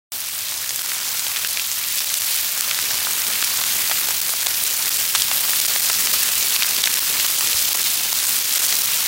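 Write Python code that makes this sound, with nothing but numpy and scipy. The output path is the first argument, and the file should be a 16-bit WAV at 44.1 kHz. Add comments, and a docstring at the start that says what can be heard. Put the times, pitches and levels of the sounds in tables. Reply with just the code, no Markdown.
"""Chicken and chopped vegetables fry on an outdoor flat-top griddle. After a moment of silence, the gas
burner rumbles and thousands of tiny steam bubbles burst in the oil. From half a second on, big drops pop,
and the phone's limiter briefly turns the sizzle down after each sharp spit. The sizzle grows as the phone
moves in, and from about 3 s the low bubbling comes up over the wet vegetables. The biggest pop comes near
6.8 s, two soft bumps follow near 7.6 s, and the frying carries on to the end at 9 s."""
import sys
import numpy as np
from scipy import signal
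from scipy.fft import rfft, irfft
from scipy.io import wavfile
from scipy.ndimage import uniform_filter1d, minimum_filter1d

SR = 44100
rng = np.random.default_rng(int(sys.argv[2]) if len(sys.argv) > 2 else 0)


def wav_out(sig):
    """Save sig, one row per channel (or a flat mono array), as 16-bit PCM at SR to the path in sys.argv[1]."""
    wavfile.write(sys.argv[1], SR, np.round(np.clip(np.atleast_2d(sig).T, -1, 1) * 32767).astype(np.int16))


N = 399987


def undb(db):
    """Turn decibels into a number to multiply by."""
    return 10 ** (np.asarray(db) / 20)


def unit(x):
    """Scale a sound to an average (rms) strength of 1."""
    return x / np.sqrt(np.mean(x ** 2))


def curves(table):
    """Join the points of each level column with straight lines over time."""
    times, *columns = np.transpose(table)
    return [np.interp(np.arange(N) / SR, times, column) for column in columns]


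def cut_bass(x, hz, order=2):
    """Weaken everything below hz."""
    return signal.sosfilt(signal.butter(order, hz, "high", fs=SR, output="sos"), x)


def colour(x, points, size=4096):
    """Shape the tone along (f/Hz, level/dB) points, keeping the sharp front of each click."""
    hz, db = np.transpose(points)
    grid_hz = np.maximum(np.arange(size // 2 + 1) * SR / size, 1)
    gain = undb(np.interp(np.log(grid_hz), np.log(hz), db))
    cepstrum = irfft(np.log(gain))
    # fold it in half, so the filter rings only after a click, never before
    cepstrum[1:size // 2] *= 2
    cepstrum[size // 2 + 1:] = 0
    click_response = irfft(np.exp(rfft(cepstrum)))
    return signal.fftconvolve(x, click_response)[:N]


def ring(x, hz, q):
    """Make a sound ring at one pitch; a higher q rings longer."""
    q = max(q, hz / (.4 * SR))
    return signal.lfilter(*signal.iirpeak(hz, q, fs=SR), x + 1e-18)


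def wander(turns_per_s):
    """A value that drifts up and down at random, by about 1."""
    steps = np.arange(N) / SR * turns_per_s
    return unit(np.interp(steps, np.arange(N), rng.standard_normal(N)))


def add(out, start_s, x):
    """Mix x into out at the given time."""
    i = int(round(start_s * SR))
    out[i:i + len(x)] += x[:max(N - i, 0)]


def bursts(per_s, spread_db, limit=2.6):
    """Clicks at random moments: most are small, a few are larger."""
    happens = rng.random(N) < per_s / SR
    strength = undb(spread_db * np.minimum(rng.exponential(size=N), limit))
    return happens * strength * rng.choice([-1, 1], N)


def spray(clicks, db, decay_s):
    """Every burst throws droplets that hiss on the steel for an instant."""
    fall = np.exp(-1 / (decay_s * SR))
    power = signal.lfilter([1 - fall], [1, -fall], clicks ** 2 + 1e-18)
    return clicks + undb(db) * np.sqrt(power) * rng.standard_normal(N)


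# the deep tone of the flame: f/Hz, relative level/dB
BURNER_TONE = [(20, -29), (40, -17), (62, 0), (80, 3.5), (120, 2.5), (150, -1.5), (250, -8), (400, -12.5),
               (900, -23)]
# the burner, a little louder as the phone comes nearer: t/s, level/dB
BURNER_LOUDNESS = [(.12, -52.6), (2.5, -51), (3.9, -49), (7.6, -50), (9, -51)]


def burner():
    """The gas flame rumbles and flutters under the steel plate."""
    flame = unit(colour(rng.standard_normal(N), BURNER_TONE))
    flutter_db = 0.31 * wander(11)
    return flame * undb(curves(BURNER_LOUDNESS)[0] + flutter_db)


# soft low bumps: t/s, level/dB, f/Hz
SOFT_BUMPS = [(7.549, -34, 80), (7.612, -41, 68)]


def bumps(decay_s=.018):
    """Dull thuds: low tones that die away after a few swings."""
    out, t = np.zeros(N), np.arange(SR // 4) / SR
    for start_s, db, hz in SOFT_BUMPS:
        add(out, start_s, undb(db) * np.sin(2 * np.pi * hz * t) * np.exp(-t / decay_s))
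    return out


def patter(crackle_db, per_s=27, sizes=9):
    """Medium drops burst at random in crisp ticks, each size at its own pitch."""
    out = np.zeros(N)
    for hz in np.geomspace(4000, 14000, sizes):
        drops = bursts(per_s / sizes, spread_db=1.1, limit=2.2)
        out += ring(spray(drops, db=-5.5, decay_s=0.0005), hz, q=1.7) / hz ** .22
    return unit(cut_bass(out, 1400)) * undb(crackle_db - 6.5)


# the sharpest spits, mostly too high to hear: t/s, level/dB
SHARP_SPITS = [(0.819, 4.5), (1.474, 7.5), (1.992, 6), (2.045, 5), (2.185, 7), (4.203, 8.5), (4.338, 3),
               (4.893, 10), (5.665, 7.5), (6.82, 7), (6.993, 8), (7.731, 10.5), (7.83, 6), (8.581, 5.5)]


def spits(crackle_db, per_s=9.8, whistle_hz=19300, tick_hz=11500, size=44):
    """The tiniest drops burst in a millisecond with a bright tick; the random ones follow the crackle."""
    clicks = bursts(per_s, spread_db=0.5) * undb(crackle_db + 25)
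    for start_s, db in SHARP_SPITS:
        add(clicks, start_s, undb([db]))
    whistle = np.hanning(size) * np.sin(2 * np.pi * whistle_hz * np.arange(size) / SR)
    ticks = ring(spray(clicks, db=-0.5, decay_s=0.00075), tick_hz, q=0.84)
    return np.convolve(clicks, whistle)[:N] + undb(-3.5) * ticks


# big drops bursting: t/s, relative level/dB, f/Hz, q (higher rings longer), spray level/dB against the kick
BIG_DROPS = [(0.5223, -11, 1700, .6, -3), (0.693, -5, 5500, 2, 0), (0.707, -6, 4500, 0.9, -1),
             (0.76, -1, 9000, 1, 1), (0.793, -5, 4500, .5, -4), (0.9185, -6.5, 2400, 0.9, -1),
             (1.1945, -3, 6500, 1.3, 1), (1.267, -4, 2400, 1.8, 0), (1.3616, -6, 3000, 2.7, -6),
             (1.3695, -3.5, 4000, 1.2, -1), (1.448, -1, 2700, 1, -1), (1.476, -10, 6500, .5, 3),
             (1.5727, -0.5, 2970, 1.6, -3), (1.5963, -6, 3000, 2.5, -1), (2.005, -7, 4500, 0.46, 5),
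             (2.141, -4, 5030, 0.5, 9), (2.2195, -1, 3700, .6, -4), (2.609, 4, 7100, .75, 2),
             (2.712, -1, 2500, 1.3, 2.5), (2.7886, -7, 2400, .4, 7), (2.9096, -6, 1500, .75, 0),
             (3.0703, -9.5, 1300, 1.8, -4), (3.4265, 2, 1700, 0.4, 0), (3.44, -6, 5000, .5, 4),
             (3.445, -3, 10000, 0.83, 9), (3.615, -6.5, 1500, .55, 0), (3.639, -3, 3000, 1.2, 2),
             (3.8975, -7, 1900, .4, 6), (3.9133, -2.5, 1600, 0.99, 2), (4.0863, -6, 3000, 0.28, 8),
             (4.107, -2, 3000, 0.26, 3), (4.293, -6.5, 3500, 0.41, 5), (4.3369, -12, 1050, 1.3, 1),
             (4.4623, -7.5, 3500, .6, 7), (4.4692, -4.5, 4600, 0.41, 10.5), (4.638, 2, 9500, 1.5, 1),
             (4.6652, -5, 5500, 1.7, 2), (5.1508, -4, 4600, .55, 14), (5.155, 0, 3800, .6, 9.5),
             (5.1592, -1, 2400, 0.43, 9), (5.2203, 2, 4800, 1.6, 5), (5.3147, 1, 2400, 0.65, 0),
             (5.4956, -1, 3500, .45, 0), (5.5341, -2.5, 2000, 1, -4), (5.601, 6.5, 8500, 0.7, 0),
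             (5.6503, -3, 1900, 0.28, -6), (5.761, -0.5, 1700, 0.5, -2), (5.899, 2.5, 1890, 0.74, 1),
             (6.072, 1, 2400, .5, -2), (6.1385, -3.5, 1700, .35, 1), (6.2307, 4, 10500, 2, 1),
             (6.563, 2, 3000, 1.2, -1), (6.6232, -1, 3000, .8, 7), (6.629, 0.5, 8000, .5, 2),
             (6.6324, 1, 4500, 2, 3), (6.6458, 2.5, 1400, 0.34, -2), (6.8396, 8, 4000, 1.4, 1),
             (6.8574, -5, 4960, 1, 8), (6.8734, -1.5, 2500, 1.3, 4), (6.9408, 1, 7000, 1.1, 2),
             (6.972, -0.5, 4500, 0.65, 3), (7.1983, -2, 4200, 1.1, 1), (7.2015, -7, 2500, 3, -3),
             (7.248, 0.5, 2400, 0.42, -17), (7.4085, -9, 3500, 0.45, 12), (7.749, -5, 1500, 0.31, 3),
             (8.129, 3, 8500, 0.49, 5), (8.6578, -4, 10500, 1.2, 10), (8.7252, -4.5, 3200, .7, 9)]


def pops(spray_s=0.0016, splutter_s=0.0071, ragged=0.82, size=900):
    """A drop flashes to steam with a kick that rings its hollow; a spray follows and splutters out."""
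    out, t = np.zeros(N), np.arange(size) / SR
    for start_s, db, hz, q, spray_db in BIG_DROPS:
        mist, coarse, clumps = rng.standard_normal((3, size))
        droplets = unit(coarse * np.exp(ragged * clumps))
        hiss = mist * np.exp(-t / spray_s) + undb(-11) * droplets * np.exp(-t / splutter_s)
        kick = ring(signal.unit_impulse(size), hz, q)
        tail = ring(hiss, hz * 0.98, q)
        tail *= undb(spray_db) * np.linalg.norm(kick) / np.linalg.norm(tail)
        add(out, start_s, undb(db) * (kick + tail) / np.abs(kick).max())
    return undb(0.5) * cut_bass(out, 350)


def bubbles(flurry, per_s=400, spread_db=3.5, q=2.44, sizes=18):
    """Steam bubbles ring as they burst; small ones are higher, more common and ring for more swings."""
    out = np.zeros(N)
    for hz in np.geomspace(300, 17000, sizes):
        smallness = hz / 4000  # the settings above are for a 4000 Hz bubble
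        clicks = unit(bursts(per_s * flurry * smallness ** .4, spread_db * smallness ** 0.11))
        ringing = ring(spray(clicks, db=-4, decay_s=0.00061), hz, q * smallness ** 0.27)
        out += ringing * undb(2.6 * wander(14))  # swells and fades as juice finds the hot steel
    return unit(out)


def juice_pings(per_s=360, decay_s=0.0025, size=500):
    """Round bubbles in the juice ring a little longer, each at its own pitch."""
    when, pitch, strength = rng.random((int(per_s * N / SR), 3)).T
    t = np.arange(size) / SR
    hz = 1500 + 14200 * pitch
    gain = undb(np.minimum(-np.log(1 - strength), 3))
    pings = gain[:, None] * np.sin(2 * np.pi * hz[:, None] * t) * np.exp(-t / decay_s)
    places = (when * N).astype(int)[:, None] + np.arange(size)
    return unit(np.bincount(places.ravel(), pings.ravel(), N)[:N])


# the sizzle grows as the phone moves in; each part gets a small fixed trim in sizzle():
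# t/s, middle crackle level/dB, low simmer level/dB, high fizz level/dB
SIZZLE_LOUDNESS = [(0.35, -30.5, -39.5, -28), (1.34, -27, -35, -25.5), (1.68, -26.5, -37, -26),
                   (2.35, -25, -35, -22), (2.76, -25.5, -33.5, -25), (3.12, -26, -34, -23),
                   (3.77, -24, -31.5, -21), (4.25, -26, -35, -23), (6.06, -22.5, -32.5, -20.5),
                   (6.85, -23, -32, -21), (8.03, -22.5, -33.5, -21), (8.44, -23, -34, -21.5),
                   (8.71, -22, -31.5, -20), (9.0, -23.5, -34.5, -21)]
# the bright tone of the frying: f/Hz, relative level/dB
SIZZLE_TONE = [(100, -17.5), (190, -8), (300, -11.5), (450, -12), (750, -9), (1200, -5), (1700, -4),
               (2300, -1.5), (3100, -1), (4400, 0.44), (7000, -0.1), (11000, -1.5), (14000, 0),
               (15600, 2.5)]
# the lowest bubbling, from the chicken over to the wet vegetables: t/s, level/dB within the simmer
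DEEP_BUBBLING = [(.12, -0.5), (2.3, -3), (3, 0), (6, 1), (9, 1.5)]


def sizzle():
    """Ringing bubbles, dry snaps of oil film and hissing steam come in flurries, with juice pinging."""
    flurry = undb(0.6 * wander(45) + 1.3 * wander(300))
    ringing = bubbles(flurry) + undb(-8) * juice_pings()
    snaps = spray(bursts(1500 * flurry, spread_db=4.0), db=0.5, decay_s=0.0008)
    snaps = unit(cut_bass(snaps, 880, order=1))  # too brief to carry much bass
    steam = unit(rng.standard_normal(N) * np.sqrt(flurry))
    frying = colour(ringing + undb(-2) * snaps + undb(-4) * steam, SIZZLE_TONE)
    # split by pitch: wet vegetables simmer low, the oil nearest the microphone fizzes high
    spectrum, hz = rfft(frying), np.arange(N // 2 + 1) * SR / N
    below_550, below_2500, below_8000 = [
        irfft(spectrum / (1 + (hz / edge_hz) ** 8), N) for edge_hz in (550, 2500, 8000)]
    crackle_db, simmer_db, fizz_db = curves(SIZZLE_LOUDNESS)
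    bubbling = below_550 * undb(curves(DEEP_BUBBLING)[0])
    simmer = unit(below_2500 - below_550 + bubbling) * undb(simmer_db - 0.38)
    crackle = unit(below_8000 - below_2500) * undb(crackle_db - 1.0)
    fizz = unit(frying - below_8000) * undb(fizz_db + 1.5)
    return simmer + crackle + fizz


def scene():
    """Everything reaches one microphone, so left and right are the same."""
    crackle_db = curves(SIZZLE_LOUDNESS)[0]
    griddle = sizzle() + patter(crackle_db) + spits(crackle_db) + burner() + bumps() + pops()
    return np.tile(griddle, (2, 1))


def limiter(x, ceiling_db, hold_size=420, ramp_size=70):
    """After a peak the volume drops for a hundredth of a second; the peak itself slips through."""
    needed_gain = np.minimum(1, undb(ceiling_db) / (np.abs(x).max(axis=0) + 1e-9))
    held_gain = minimum_filter1d(needed_gain, hold_size, origin=(hold_size - 1) // 2)
    return x * uniform_filter1d(held_gain, ramp_size, origin=(ramp_size - 1) // 2)


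def record(dry, start_s=.12, top_hz=15800, round_off=.85):
    """The phone starts after a moment, dips after peaks, rounds them off and cuts the highest treble."""
    running = np.arange(N) / SR >= start_s
    treble_cut = signal.ellip(12, .05, 80, top_hz, fs=SR, output="sos")
    ducked = signal.sosfiltfilt(treble_cut, limiter(dry, ceiling_db=-1.5) * running)
    rounded = ducked / (1 + (ducked / round_off) ** 4) ** .25
    return signal.sosfiltfilt(treble_cut, rounded)


dry = scene()
out = record(dry)
wav_out(out)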